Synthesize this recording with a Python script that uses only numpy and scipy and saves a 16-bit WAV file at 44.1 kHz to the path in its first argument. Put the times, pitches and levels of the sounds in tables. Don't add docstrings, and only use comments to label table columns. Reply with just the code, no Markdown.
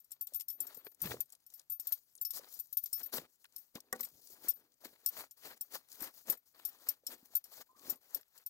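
import sys
import numpy as np
from scipy import signal
from scipy.fft import rfft, irfft, next_fast_len
from scipy.io import wavfile
from scipy.ndimage import uniform_filter1d, map_coordinates

SR = 44100
rng = np.random.default_rng(int(sys.argv[2]) if len(sys.argv) > 2 else 0)


def invert_db(level):
    return 10 ** (np.asarray(level, dtype=float) / 20)


def dump(signal):
    limited = np.clip(np.atleast_2d(signal).T, -1, 1)
    pcm = np.round(limited * 32767).astype(np.int16)
    wavfile.write(sys.argv[1], SR, pcm)


N = 374409


def unit(x):
    return x / np.sqrt(np.mean(x ** 2) + 1e-20)


def along(points, hz):
    f, v = np.transpose(points)
    return np.interp(np.log(hz + 1), np.log(f + 1), v)


def filtered(x, response):
    m = next_fast_len(N + 8192)
    return irfft(rfft(x, m) * response(np.fft.rfftfreq(m, 1 / SR)), m)[..., :N]


def coloured(x, spectrum):
    return unit(filtered(x, lambda hz: invert_db(along(spectrum, hz))))


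def add(track, s, sound):
    part = track[max(round(s * SR), 0):][:len(sound)]
    part += sound[:len(part)]


def wobble(rate_hz):
    knots = rng.standard_normal(int(N * rate_hz / SR) + 4)
    return map_coordinates(knots, [np.arange(N) * rate_hz / SR])


def crystals(spectrum, rate_hz, spread_db, hiss):
    size = invert_db(spread_db * np.minimum(rng.exponential(size=N), 3.5))
    breaks = (rng.random(N) < rate_hz / SR) * size * rng.standard_normal(N)
    z = signal.stft(unit(breaks) + hiss * rng.standard_normal(N), nperseg=256)[2]
    patches = uniform_filter1d(rng.standard_normal(z.shape), size=9, axis=0)
    patches = uniform_filter1d(patches, size=7, axis=1)
    raw = signal.istft(z * invert_db(1.8 * unit(patches)), nperseg=256)[1][:N]
    return coloured(raw, spectrum)


ROUND = 1.34
SETTLE_DB, SETTLE_LONGER = -22.5, 2.0


def swells(rows, rise, rest_db):
    s, db, dies = np.transpose(rows)[:, :, None]
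    t = np.arange(0, N / SR, .002)
    dies = np.clip(dies, .015, .35)
    away = np.maximum((t - s) / dies, (s - t) / (dies * np.array(rise)[:, None]))
    drop_db = np.maximum(-30 * away ** ROUND, SETTLE_DB - 30 * away / SETTLE_LONGER)
    power = np.sum(invert_db(db + drop_db) ** 2, axis=0) + invert_db(rest_db) ** 2
    return np.interp(np.arange(N) / SR, t, 10 * np.log10(power))


# f/Hz, level/dB per Hz
AIR = [(15, -58), (25, 7.5), (2530, -10), (3810, -13.5), (7510, -17.5), (9080, -23), (14400, -6.5),
       (16500, -16)]
AIR_DB = -87.5


def air():
    return invert_db(AIR_DB) * coloured(rng.standard_normal((2, N)), AIR)


# t/s, level/dB
THUDS = [
    (1.05, -46.5),
    (1.11, -51),
    (1.17, -63.5),
    (3.19, -61),
    (4.14, -73),
    (7.89, -75),
]
# f/Hz, level/dB per Hz
BOOM = [(25, -34), (60, -10), (125, -1), (180, -6), (320, -36)]
THUD_S = .08
STAMP_RISE, DRAG_RISE, SWEEP_RISE = 0.39, 1.47, 0.64


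def boom():
    level_db = swells([(*row, THUD_S) for row in THUDS], [STAMP_RISE], -100)
    return invert_db(level_db) * coloured(rng.standard_normal(N), BOOM)


# t/s, level/dB, from f/Hz, to f/Hz, fall/s
PINGS = [
    (2.162, -50, 13500, 8400, .004),
    (2.177, -52, 9000, 1500, .009),
    (2.178, -58, 13000, 9500, .003),
]
PING_T60_S = .06


def sheet():
    out, t = np.zeros(N), np.arange(SR // 60) / SR
    for s, db, high_hz, low_hz, fall_s in PINGS:
        sweep_hz = low_hz + (high_hz - low_hz) * np.exp(-t / fall_s)
        level = invert_db(db - 60 * t / PING_T60_S) * np.minimum(sweep_hz / 4000, 1) ** 2
        add(out, s, level * np.sin(2 * np.pi * np.cumsum(sweep_hz) / SR))
    return out


# t/s, crust level/dB, weight over crust/dB, 30 dB decay/s
STAMPS = [(0.612, -66, 9, .11), (0.773, -67, 15, -0.15), (0.868, -63.5, 8, 0), (0.922, -67, -3, -0.2),
          (1.039, -52, 4, 0.14), (1.142, -59.5, 8.5, 0.1), (2.375, -54, -17, -0.07),
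          (3.001, -65.5, -5, 0.3), (3.182, -43.5, 0, 0), (3.202, -59, 2.5, 0.09), (3.76, -55, 9, 0.05),
          (3.957, -61.5, 12, 0.06), (4.598, -78, 9, 0.2), (4.853, -50.5, -4, 0.04),
          (5.462, -54, -3.5, 0.15), (6.292, -47.5, 2.5, 0.0744), (6.596, -63.5, 6, -1)]
# t/s, slush level/dB, weight over slush/dB, 30 dB decay/s
DRAGS = [(0.368, -65.5, -4.5, 0.096), (.71, -64.5, -9, 0.12), (1.117, -46, 3, 0.055),
         (1.335, -74.5, -16, 0.068), (1.6, -76.5, -23, 0.1), (1.92, -65.5, -31, 0.11),
         (2.431, -63.5, -9, 0.16), (3.58, -77.5, -4, 0.18), (4.462, -61, 0.5, 0.11),
         (5.08, -64.5, -23, 0.061), (5.198, -48, -7, 0.082), (5.756, -49.5, -7.5, 0.049),
         (6.048, -49.5, -3.5, 0.085), (6.721, -68, -18, 0.18), (6.907, -60.5, -6.5, 0.097),
         (7.13, -52.5, -2, 0.057), (7.364, -60.5, -12.5, 0.055), (7.612, -60.5, -2.5, 0.032),
         (7.901, -51, 0.5, 0.083), (8.166, -55.5, -3.5, 0.055), (8.386, -67, -14, 0.093)]
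# t/s, level/dB, 30 dB decay/s
SWEEPS = [(0.049, -87, 4), (.509, -64, 0), (0.77, -55, 0), (1.33, -58, 0), (1.58, -65, -0.4),
          (1.94, -63.5, 0.17), (2.162, -83, -0.3), (2.527, -52, 0), (2.863, -66, 0.3), (3.155, -42.5, 0.06),
          (3.6, -70, 0.2), (4.454, -56.5, 0.08), (5.749, -49.5, .06), (5.927, -50, -0.03),
          (6.175, -61, 0.1506), (7.258, -58.5, -2), (8.384, -58, -0.82)]
# weight, crust and slush, frost level/dB
REST_DB = [-97.5, -96.5, -83.5]
FROST_DB, FROST_LEAD_S, WEIGHT_LAG_S = -0.5, 0.0028, 0.0014


def moves():
    s, db, heavy_db, dies = np.transpose(STAMPS + DRAGS)
    k = len(STAMPS)
    rise = [STAMP_RISE] * k + [DRAG_RISE] * len(DRAGS)
    weight = list(zip(s + WEIGHT_LAG_S, db + heavy_db, dies))
    press = list(zip(s, db, dies))
    frost = list(zip(s - FROST_LEAD_S, db + FROST_DB, dies)) + SWEEPS
    return (swells(weight, rise, REST_DB[0]),
            swells(press[:k], rise[:k], REST_DB[1]),
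            swells(press[k:], rise[k:], REST_DB[1]),
            swells(frost, rise + [SWEEP_RISE] * len(SWEEPS), REST_DB[2]))


# from t/s, to t/s, frost/dB, slush/dB, weight over slush/dB
SLIDES = [(0.107, 0.3, -99, -82, -6), (0.528, 0.614, -91, -82, 9), (0.652, 0.877, -74, -66.5, -6.5),
          (1.168, 1.232, -69, -72, 2), (1.39, 1.443, -88, -95, -10), (1.499, 1.6, -70, -83.5, -7),
          (1.706, 1.754, -76, -77.5, -6), (2.156, 2.33, -76, -85, 5), (2.337, 2.392, -48, -83, -14),
          (2.374, 2.478, -84, -64, -5), (2.6, 2.724, -75, -98, 0), (2.952, 3.07, -64, -72.5, -9),
          (3.28, 3.36, -77, -99, -6), (3.4, 3.465, -74, -95, 6), (3.997, 4.005, -53.5, -58, 3),
          (4.014, 4.105, -64.5, -68, -8), (4.116, 4.205, -69, -80.5, 8), (4.216, 4.293, -64.5, -89.5, 14),
          (4.302, 4.348, -60, -77.5, 10), (4.352, 4.412, -70, -69, -4), (4.56, 4.604, -72, -75.5, 1),
          (4.807, 4.941, -70.5, -70.5, -1), (4.953, 5.06, -75.5, -75, -4), (5.373, 5.44, -67.5, -72, -9),
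          (5.5, 5.56, -89, -91, -10), (6.138, 6.216, -71.5, -68.5, -10), (6.46, 6.531, -73.5, -86, -6),
          (6.549, 6.798, -72.5, -68, -4), (5.901, 5.957, -60.5, -67, -13), (0, 0.083, -87, -99, -11),
          (6.8, 6.892, -66, -69, -7), (7.02, 7.06, -87, -79, 0), (7.183, 7.34, -72, -74, -1.5),
          (7.452, 7.514, -68, -72.5, -3), (7.517, 7.624, -59.5, -62.5, -14), (7.64, 7.736, -83, -89, 7),
          (7.765, 7.85, -69, -71.5, 0), (8.015, 8.117, -71.5, -71.5, -10), (8.215, 8.273, -89, -83, -15)]
# from t/s, to t/s, frost/dB, slush/dB, weight over slush/dB
SHUFFLES = [(1.825, 1.875, -66, -95, -10), (1.977, 2.13, -78.5, -97, -2), (2.488, 2.586, -61, -77.5, -15),
            (3.13, 3.174, -45, -46, -0.5), (3.8, 3.919, -100, -80, 7.5), (4.436, 4.482, -59.5, -57, -9),
            (5.61, 5.685, -73, -75.5, -8), (5.79, 5.9, -78.5, -75.5, -7), (6.258, 6.354, -66, -63.5, -1.5),
            (0.875, 0.95, -82, -89, 10), (2.6, 2.66, -71, -88, -10)]
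SLIDE_EDGE_S = 0.014


def slides(level_db, under_db):
    start, end = np.transpose(SLIDES + SHUFFLES)[:2, :, None]
    t = np.arange(0, N / SR, .002)
    outside = np.maximum(np.maximum(start - t, t - end), 0) / SLIDE_EDGE_S
    power = np.sum(invert_db(level_db[:, None] - 30 * outside) ** 2, axis=0)
    return 10 * np.log10(np.interp(np.arange(N) / SR, t, power) + invert_db(under_db) ** 2)


# f/Hz, level/dB per Hz
WEIGHT = [(20, -47), (45, -27), (100, -13.5), (160, -15), (250, -0.5), (470, -4), (900, -12), (1300, -32)]
CRUNCH = [(250, -21.5), (500, -6.5), (900, -8.5), (1800, -6), (2800, -9), (4500, -8), (7000, -47)]
SLUSH = [(250, -26.5), (500, -6), (1100, -5.5), (1800, -5.5), (2800, -10), (4500, -5.5), (7000, -41.5)]
FROST = [(2500, -18), (4500, -3.5), (7000, -3.5), (9000, -6.5), (11500, 0), (14500, 3), (15800, 3.5),
         (16600, -45)]


def snow():
    weight_db, crunch_db, slush_db, frost_db = moves()
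    frost, wet, heavy = np.transpose(SLIDES + SHUFFLES)[2:]
    weight_db = slides(wet + heavy, weight_db)
    slush_db = slides(wet, slush_db)
    frost_db = slides(frost, frost_db)
    clumps_db = 1.5 * wobble(70)
    weight = invert_db(weight_db - 5.5) * crystals(WEIGHT, 250, 2.1, hiss=0.87)
    crunch = invert_db(crunch_db + 0.8 + 2.6 * clumps_db) * crystals(CRUNCH, 800, 2.7, hiss=0.88)
    slush = invert_db(slush_db - 2 + 1.8789 * clumps_db) * crystals(SLUSH, 700, 2.4, hiss=1.3)
    hissing = invert_db(frost_db + 6 + clumps_db) * crystals(FROST, 4000, 1.8, hiss=1.3)
    return weight + crunch + slush + hissing


# t/s, level/dB, f/Hz
LUMPS = [(0.322, -53.5, 580), (0.771, -53.5, 440), (0.8676, -43.5, 412), (1.027, -48, 139),
         (1.1415, -35, 475), (1.151, -52, 392), (1.054, -45, 364), (3.131, -53, 362), (3.157, -46, 393),
         (3.218, -52, 480), (3.781, -48, 1060), (3.879, -69, 400), (4.445, -53, 369), (5.463, -51, 453),
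         (5.735, -53, 410), (6.285, -49, 650), (7.336, -55, 714), (7.598, -54, 495), (7.925, -52, 270),
         (8.157, -50.5, 534), (2.364, -58, 575), (2.394, -47, 527), (3.755, -40.5, 223), (3.77, -64, 707),
         (4.77, -72, 5440), (7.035, -59, 525), (7.61, -50.5, 720), (4.302, -59.5, 380), (4.838, -49.5, 654),
         (6.017, -46.5, 258), (6.296, -41.5, 313), (7.228, -57, 250), (7.879, -53, 275.2)]


def lumps():
    out, t = np.zeros(N), np.arange(SR // 8) / SR
    for s, db, hz in LUMPS:
        level = invert_db(db + 6.5 - 60 * t * (hz / 400) ** 0.34 / 0.023)
        add(out, s, level * np.sin(2 * np.pi * hz * t) * (1 - np.exp(-t / 0.0018)))
    return out


# t/s, level/dB, centre f/Hz
CHIPS = [(0.9467, -45, 11500), (1.072, -33.5, 1750), (1.108, -35.5, 2200), (1.117, -31, 1520),
         (1.1205, -34, 3600), (1.056, -34, 1950), (1.169, -50, 1600), (3.885, -66, 1450),
         (4.033, -39, 2940), (4.051, -51, 1500), (1.3025, -46, 8800), (2.9952, -38, 6260),
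         (3.001, -38, 8960), (3.445, -46.5, 1930), (3.4535, -42, 2320), (3.7539, -33.5, 5700),
         (3.804, -38, 8200), (3.9274, -18.5, 11100), (3.9282, -27, 9900), (4.001, -37, 1320),
         (4.72, -58, 5950), (5.569, -51, 11370), (8.438, -59, 8000), (1.004, -47, 7000),
         (1.2945, -54, 12000), (1.44, -62, 9100), (2.1528, -39.5, 10400), (2.4538, -52, 12000),
         (2.48, -56, 6000), (2.6715, -50, 12100), (3.443, -45.5, 12000), (3.524, -56, 5930),
         (3.9607, -41.5, 9000), (4.735, -65, 12000), (4.866, -45.5, 5500), (4.918, -60, 6000),
         (4.96, -53.5, 2500), (5.003, -59, 12000), (5.032, -64, 14000), (5.575, -48, 9000),
         (5.887, -50.5, 6800), (6.21, -59, 2000), (6.788, -54, 6000), (7.1791, -53, 8000),
         (7.7139, -61, 13000), (7.794, -47.5, 6000), (8.108, -46, 13000), (8.231, -56, 3000),
         (8.304, -73, 6000), (8.3524, -55, 12000)]
# t/s, level/dB
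TICKS = [(1.351, -50.5), (1.403, -67), (1.502, -53), (1.5956, -45), (1.6154, -59), (4.2726, -47.5),
         (4.7413, -65), (4.847, -45), (5.7235, -48), (5.917, -44), (6.2716, -46), (8.3778, -49.5)]
TICK_HZ, TICK_DB = 7000, 5.5


def chips():
    out, t = np.zeros(N), np.arange(SR // 8) / SR
    for s, db, hz in CHIPS + [(s, db + TICK_DB, TICK_HZ) for s, db in TICKS]:
        b, a = signal.butter(3, np.clip([.55 * hz, 1.8 * hz], 100, 20000), "bandpass", fs=SR)
        noise = rng.standard_normal(len(t))
        burst = signal.lfilter(b, a, invert_db(db - 4.5 - 60 * t / 0.018) * noise)
        add(out, s, burst / np.std(signal.lfilter(b, a, noise)))
    return out


# t/s, f/Hz, level/dB
CREAK = [(7.685, 1010, -90), (7.693, 1020, -57), (7.715, 1025, -60), (7.745, 1060, -68), (7.765, 1150, -63),
         (7.82, 1090, -66), (7.96, 1080, -71), (8.0, 1080, -90)]


def creak():
    s, hz, db = np.transpose(CREAK)
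    now = np.arange(N) / SR
    uneven = now > 7.72
    slip = np.cumsum(np.interp(now, s, hz) * (1 + .05 * wobble(200) * uneven)) / SR
    level_db = np.interp(now, s, db, -200, -200) + 4 * wobble(70) * uneven - 5
    return invert_db(level_db) * np.sin(2 * np.pi * slip)


# t/s, level/dB, dulling/dB per octave
DROPS = [
    (3.927, -29.5, -1),
    (4.001, -46, 6),
]
# f/Hz, level/dB, t60/s
SCOOP = [(231, -13, .16), (430, -8, .08), (500, -9, .13), (770, -10, .1), (960, -12, .04), (1140, -1, .05),
         (1490, -9, .08), (1790, -6, .04), (1895, 1, .055), (2800, -12, .02), (3500, -14, .025)]


def scoop():
    out, t = np.zeros(N), np.arange(SR // 8) / SR
    for s, db, dull_db in DROPS:
        knock = np.zeros(len(t))
        for hz, mode_db, t60 in SCOOP:
            level_db = mode_db - dull_db * np.log2(hz / 500) - 60 * t / t60
            knock += invert_db(level_db + 1.1 * wobble(150)[:len(t)]) * np.sin(2 * np.pi * hz * t)
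        add(out, s, invert_db(db - 3.5) * knock * (1 - np.exp(-t / 0.0012)))
    return out


# t/s, small tag/dB, large tag/dB, clasp/dB, t60/s
STRIKES = [(.2103, -31.5, -38.5, -58, 0.11), (.4827, -36.5, -43, -50.5, 0.35),
           (.6035, -32.5, -36.5, -53.5, 0.13407), (1.0172, -27, -34, -52.5, 0.081),
           (1.2048, -24.5, -34, -52.5, 0.059), (1.6991, -34, -42, -74, 0.13),
           (1.7978, -36, -36.5, -51.5, 0.088), (1.8707, -34, -35, -51.5, 0.11),
           (1.9224, -23.5, -29, -44, 0.073), (2.2128, -29.5, -38, -55, 0.1),
           (2.2498, -33, -37, -39.5, 0.14), (2.3056, -32.5, -36.5, -44.5, 0.069),
           (2.7701, -23.5, -31.5, -45.5, 0.084), (2.929, -32.5, -36.5, -42.5, 0.26),
           (3.0308, -34, -53, -49.5, 0.097),
           (3.562, -39, -42, -49, 0.0622), (4.0071, -30, -35.5, -42, 0.04815),
          (4.4842, -29, -29.5, -42, 0.25), (5.061, -25, -30.5, -38, 0.1), (5.61, -35, -37.5, -49, 0.093),
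          (6.022, -35, -37, -52, 0.063), (6.2986, -25.5, -27, -46, 0.11), (6.651, -28, -33, -45.5, 0.068),
          (6.8874, -24.5, -28.5, -36.5, 0.077), (7.0668, -42, -33.5, -38.5, 0.11),
          (7.3521, -24, -30.5, -47, 0.098), (7.8976, -26.5, -44, -39.5, 0.056),
          (8.1465, -27, -32, -39, 0.056), (8.462, -32.5, -41.5, -51.5, 0.05983)]
# t/s, small tag/dB, large tag/dB, t60/s
REBOUNDS = [(0.2706, -34, -38.5, 0.025), (.345, -33, -38.5, 0.1), (.408, -36, -35.5, 0.045),
            (0.5016, -34, -39.5, 0.09), (0.527, -45, -57, 0.15), (0.772, -45.5, -61, 0.1161),
            (0.847, -47.5, -60.5, 0.22), (1.0578, -38, -40.5, 0.081), (1.5383, -48, -49.5, 0.15),
            (1.72, -34, -47, 0.14), (2.2407, -63, -78, 0.09), (2.88, -58, -73, 0.11),
            (2.62, -57, -63, 0.22), (3.095, -60, -80, 0.1), (4.535, -48, -75, 0.17),
            (4.4917, -23, -41.5, 0.17), (2.5973, -30.5, -43, 0.061), (2.8383, -28, -44.5, 0.035),
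            (2.8587, -42, -36, 0.071), (3.0605, -36, -54, 0.06274), (3.581, -50, -51, 0.17),
            (4.0288, -36, -52, 0.21), (4.0486, -45, -37, 0.063), (4.5072, -46, -37.5, 0.11),
            (5.0875, -30, -37.5, 0.045), (6.0397, -45, -41.5, 0.13), (6.3236, -40, -36.5, 0.082),
            (6.6703, -43, -49.5, 0.26), (6.6891, -44, -46.5, 0.067), (7.366, -24, -38.5, 0.059),
            (7.9034, -30.5, -34, 0.073)]
# t/s, small tag/dB, large tag/dB
TOUCHES = [(0.001, -55, -62.5), (0.044, -64, -62), (0.108, -54, -54), (0.1176, -43, -41), (0.336, -61, -43),
           (0.3974, -50, -39), (0.6682, -42, -43.5), (0.746, -47, -47), (0.916, -58, -64),
           (1.3226, -64, -49), (1.4642, -52, -54.5), (2.538, -43, -47.5), (2.5906, -46, -45.5),
           (2.7271, -37, -42), (2.8271, -48, -61), (4.087, -67, -55.5), (5.31, -49, -48),
           (6.005, -43, -40.5), (6.0714, -73, -50), (6.3727, -53.5, -61), (7.441, -54, -44),
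           (0.359, -32, -46.5), (.367, -35, -51), (0.419, -51, -50.5), (1.257, -73, -64.5),
           (7.957, -56, -61), (8.007, -70, -78), (8.21, -63, -59), (2.112, -70, -75), (2.135, -71, -70),
           (8.28, -74, -72)]
TOUCH_T60_S = 0.085
CLASP_DB = -12.5


def contacts():
    lighter = REBOUNDS + [(*row, TOUCH_T60_S) for row in TOUCHES]
    lighter = [(s, small, large, large + CLASP_DB, t60) for s, small, large, t60 in lighter]
    return sorted(STRIKES + lighter)


# f/Hz, level/dB, share of contact t60
TAGS = [
    [(14078, 0, 0.75), (14125, -14, .6), (14370, -21, 0.35), (14945, -16, .6), (13545, -21, 0.3)],
    [(11820, -6, 0.36), (12078, -9, 0.4), (11400, -4.5, 0.12), (11180, -12, .2)],
    [(7640, -4.5, 0.27), (8690, -1.5, 0.19), (9760, -8, 0.19), (6870, -14, .2)],
    [(5432, -1, 0.48), (6240, -10, 0.14), (4440, -14.5, 0.14), (5150, -14, .3)],
]
TURN_DB = 5
LINGER_DB, LINGER_S, HELD_DB = -27, .4, -10


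def tag_ring(t, groups_db, t60, turned, choke):
    free_db = LINGER_DB + HELD_DB * turned + 45 * np.log10(np.clip(t60 / .1, .3, 1.3))
    ring = invert_db(groups_db[1] + 2.0 - 60 * t / 0.0024) * np.diff(rng.standard_normal(len(t) + 2), 2) / 2
    for modes, group_db in zip(TAGS, groups_db):
        hz, level_db, share = np.transpose(modes)[:, :, None]
        large = (hz > 6000) & (hz < 13000)
        share = share * np.where(large, min(1, (.1 / t60) ** .6), 1)
        level_db = level_db + TURN_DB * turned * (hz > 14600)
        detune, loudness, phase, graze = rng.standard_normal((4, len(modes), 1))
        fade = choke * invert_db(-60 * (t / (t60 * share)) ** 1.45) + invert_db(free_db - 60 * t / (LINGER_S * share))
        graze_hz = 70 * np.exp(0.46 * graze)
        touch_db = np.clip(-level_db, 1.2, 4) * np.sin(2 * np.pi * graze_hz * t + 3 * phase)
        mode_hz = hz * (1 + np.where(hz < 13000, .003, 0.00041) * detune)
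        tone = np.sin(2 * np.pi * mode_hz * t + 3 * phase)
        mode_db = group_db + level_db + 4.4 * loudness * (level_db < -1)
        ring = ring + np.sum(invert_db(mode_db) * fade * invert_db(touch_db) * tone, axis=0)
    return invert_db(2.5) * ring * (1 - np.exp(-t / 0.00037))


# f/Hz, level/dB per Hz
RATTLE = [(1500, -28), (3500, -8), (6000, -8), (9000, -5), (12000, -3), (15000, 1.5), (16500, -20)]
TURN_S = 3.4
DEEPER_DB = -5
SPOT_DB = 2


def jingle():
    out, shaking, t = np.zeros(N), np.zeros(N), np.arange(SR // 7) / SR
    taps = contacts()
    next_s = [tap[0] for tap in taps[1:]] + [N / SR + 1]
    for (s, small_db, large_db, clasp_db, t60), following in zip(taps, next_s):
        deeper_db = large_db + DEEPER_DB + SPOT_DB * rng.standard_normal()
        groups_db = [small_db, large_db, deeper_db, clasp_db]
        choke = np.exp(-np.maximum(t - (following - s), 0) / 0.0022)
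        add(out, s, tag_ring(t, groups_db, np.clip(t60, .02, .3), s > TURN_S, choke))
        add(shaking, s, choke * invert_db(max(groups_db[1:3]) - 7.5 - 60 * (t / 0.079) ** 1.09))
    return out + shaking * crystals(RATTLE, 1600, 1.8, hiss=1.1)


# f/Hz, left re right level/dB
NEARER = [(60, -1), (400, 0.5), (1400, 4), (2800, 8.5), (5500, 10), (10000, 15), (14000, 25)]
LAG_S = 0.00015


def scene():
    near = boom() + sheet() + snow() + lumps() + chips() + creak() + scoop() + jingle()
    hz, _, z = signal.stft(near, SR, nperseg=256)
    scattered = z * np.exp(2j * np.pi * rng.random(z.shape)) * ((hz + 60) / (hz + 2200))[:, None]
    stray = signal.istft(scattered, SR, nperseg=256)[1][:N]
    shade = lambda hz: invert_db(-along(NEARER, hz)) * np.exp(-2j * np.pi * hz * LAG_S)
    right = filtered(near + invert_db(7.5) * stray, shade)
    return np.array([near, right]) + air()


def low_pass(x):
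    return signal.sosfilt(signal.butter(12, 16800, fs=SR, output="sos"), x)


def record(dry):
    band = lambda hz: hz ** 2 / (hz ** 2 + 30 ** 2) / (1 + (hz / 16000) ** 70)
    return low_pass(filtered(dry, band))


dry = scene()
out = record(dry)
dump(out)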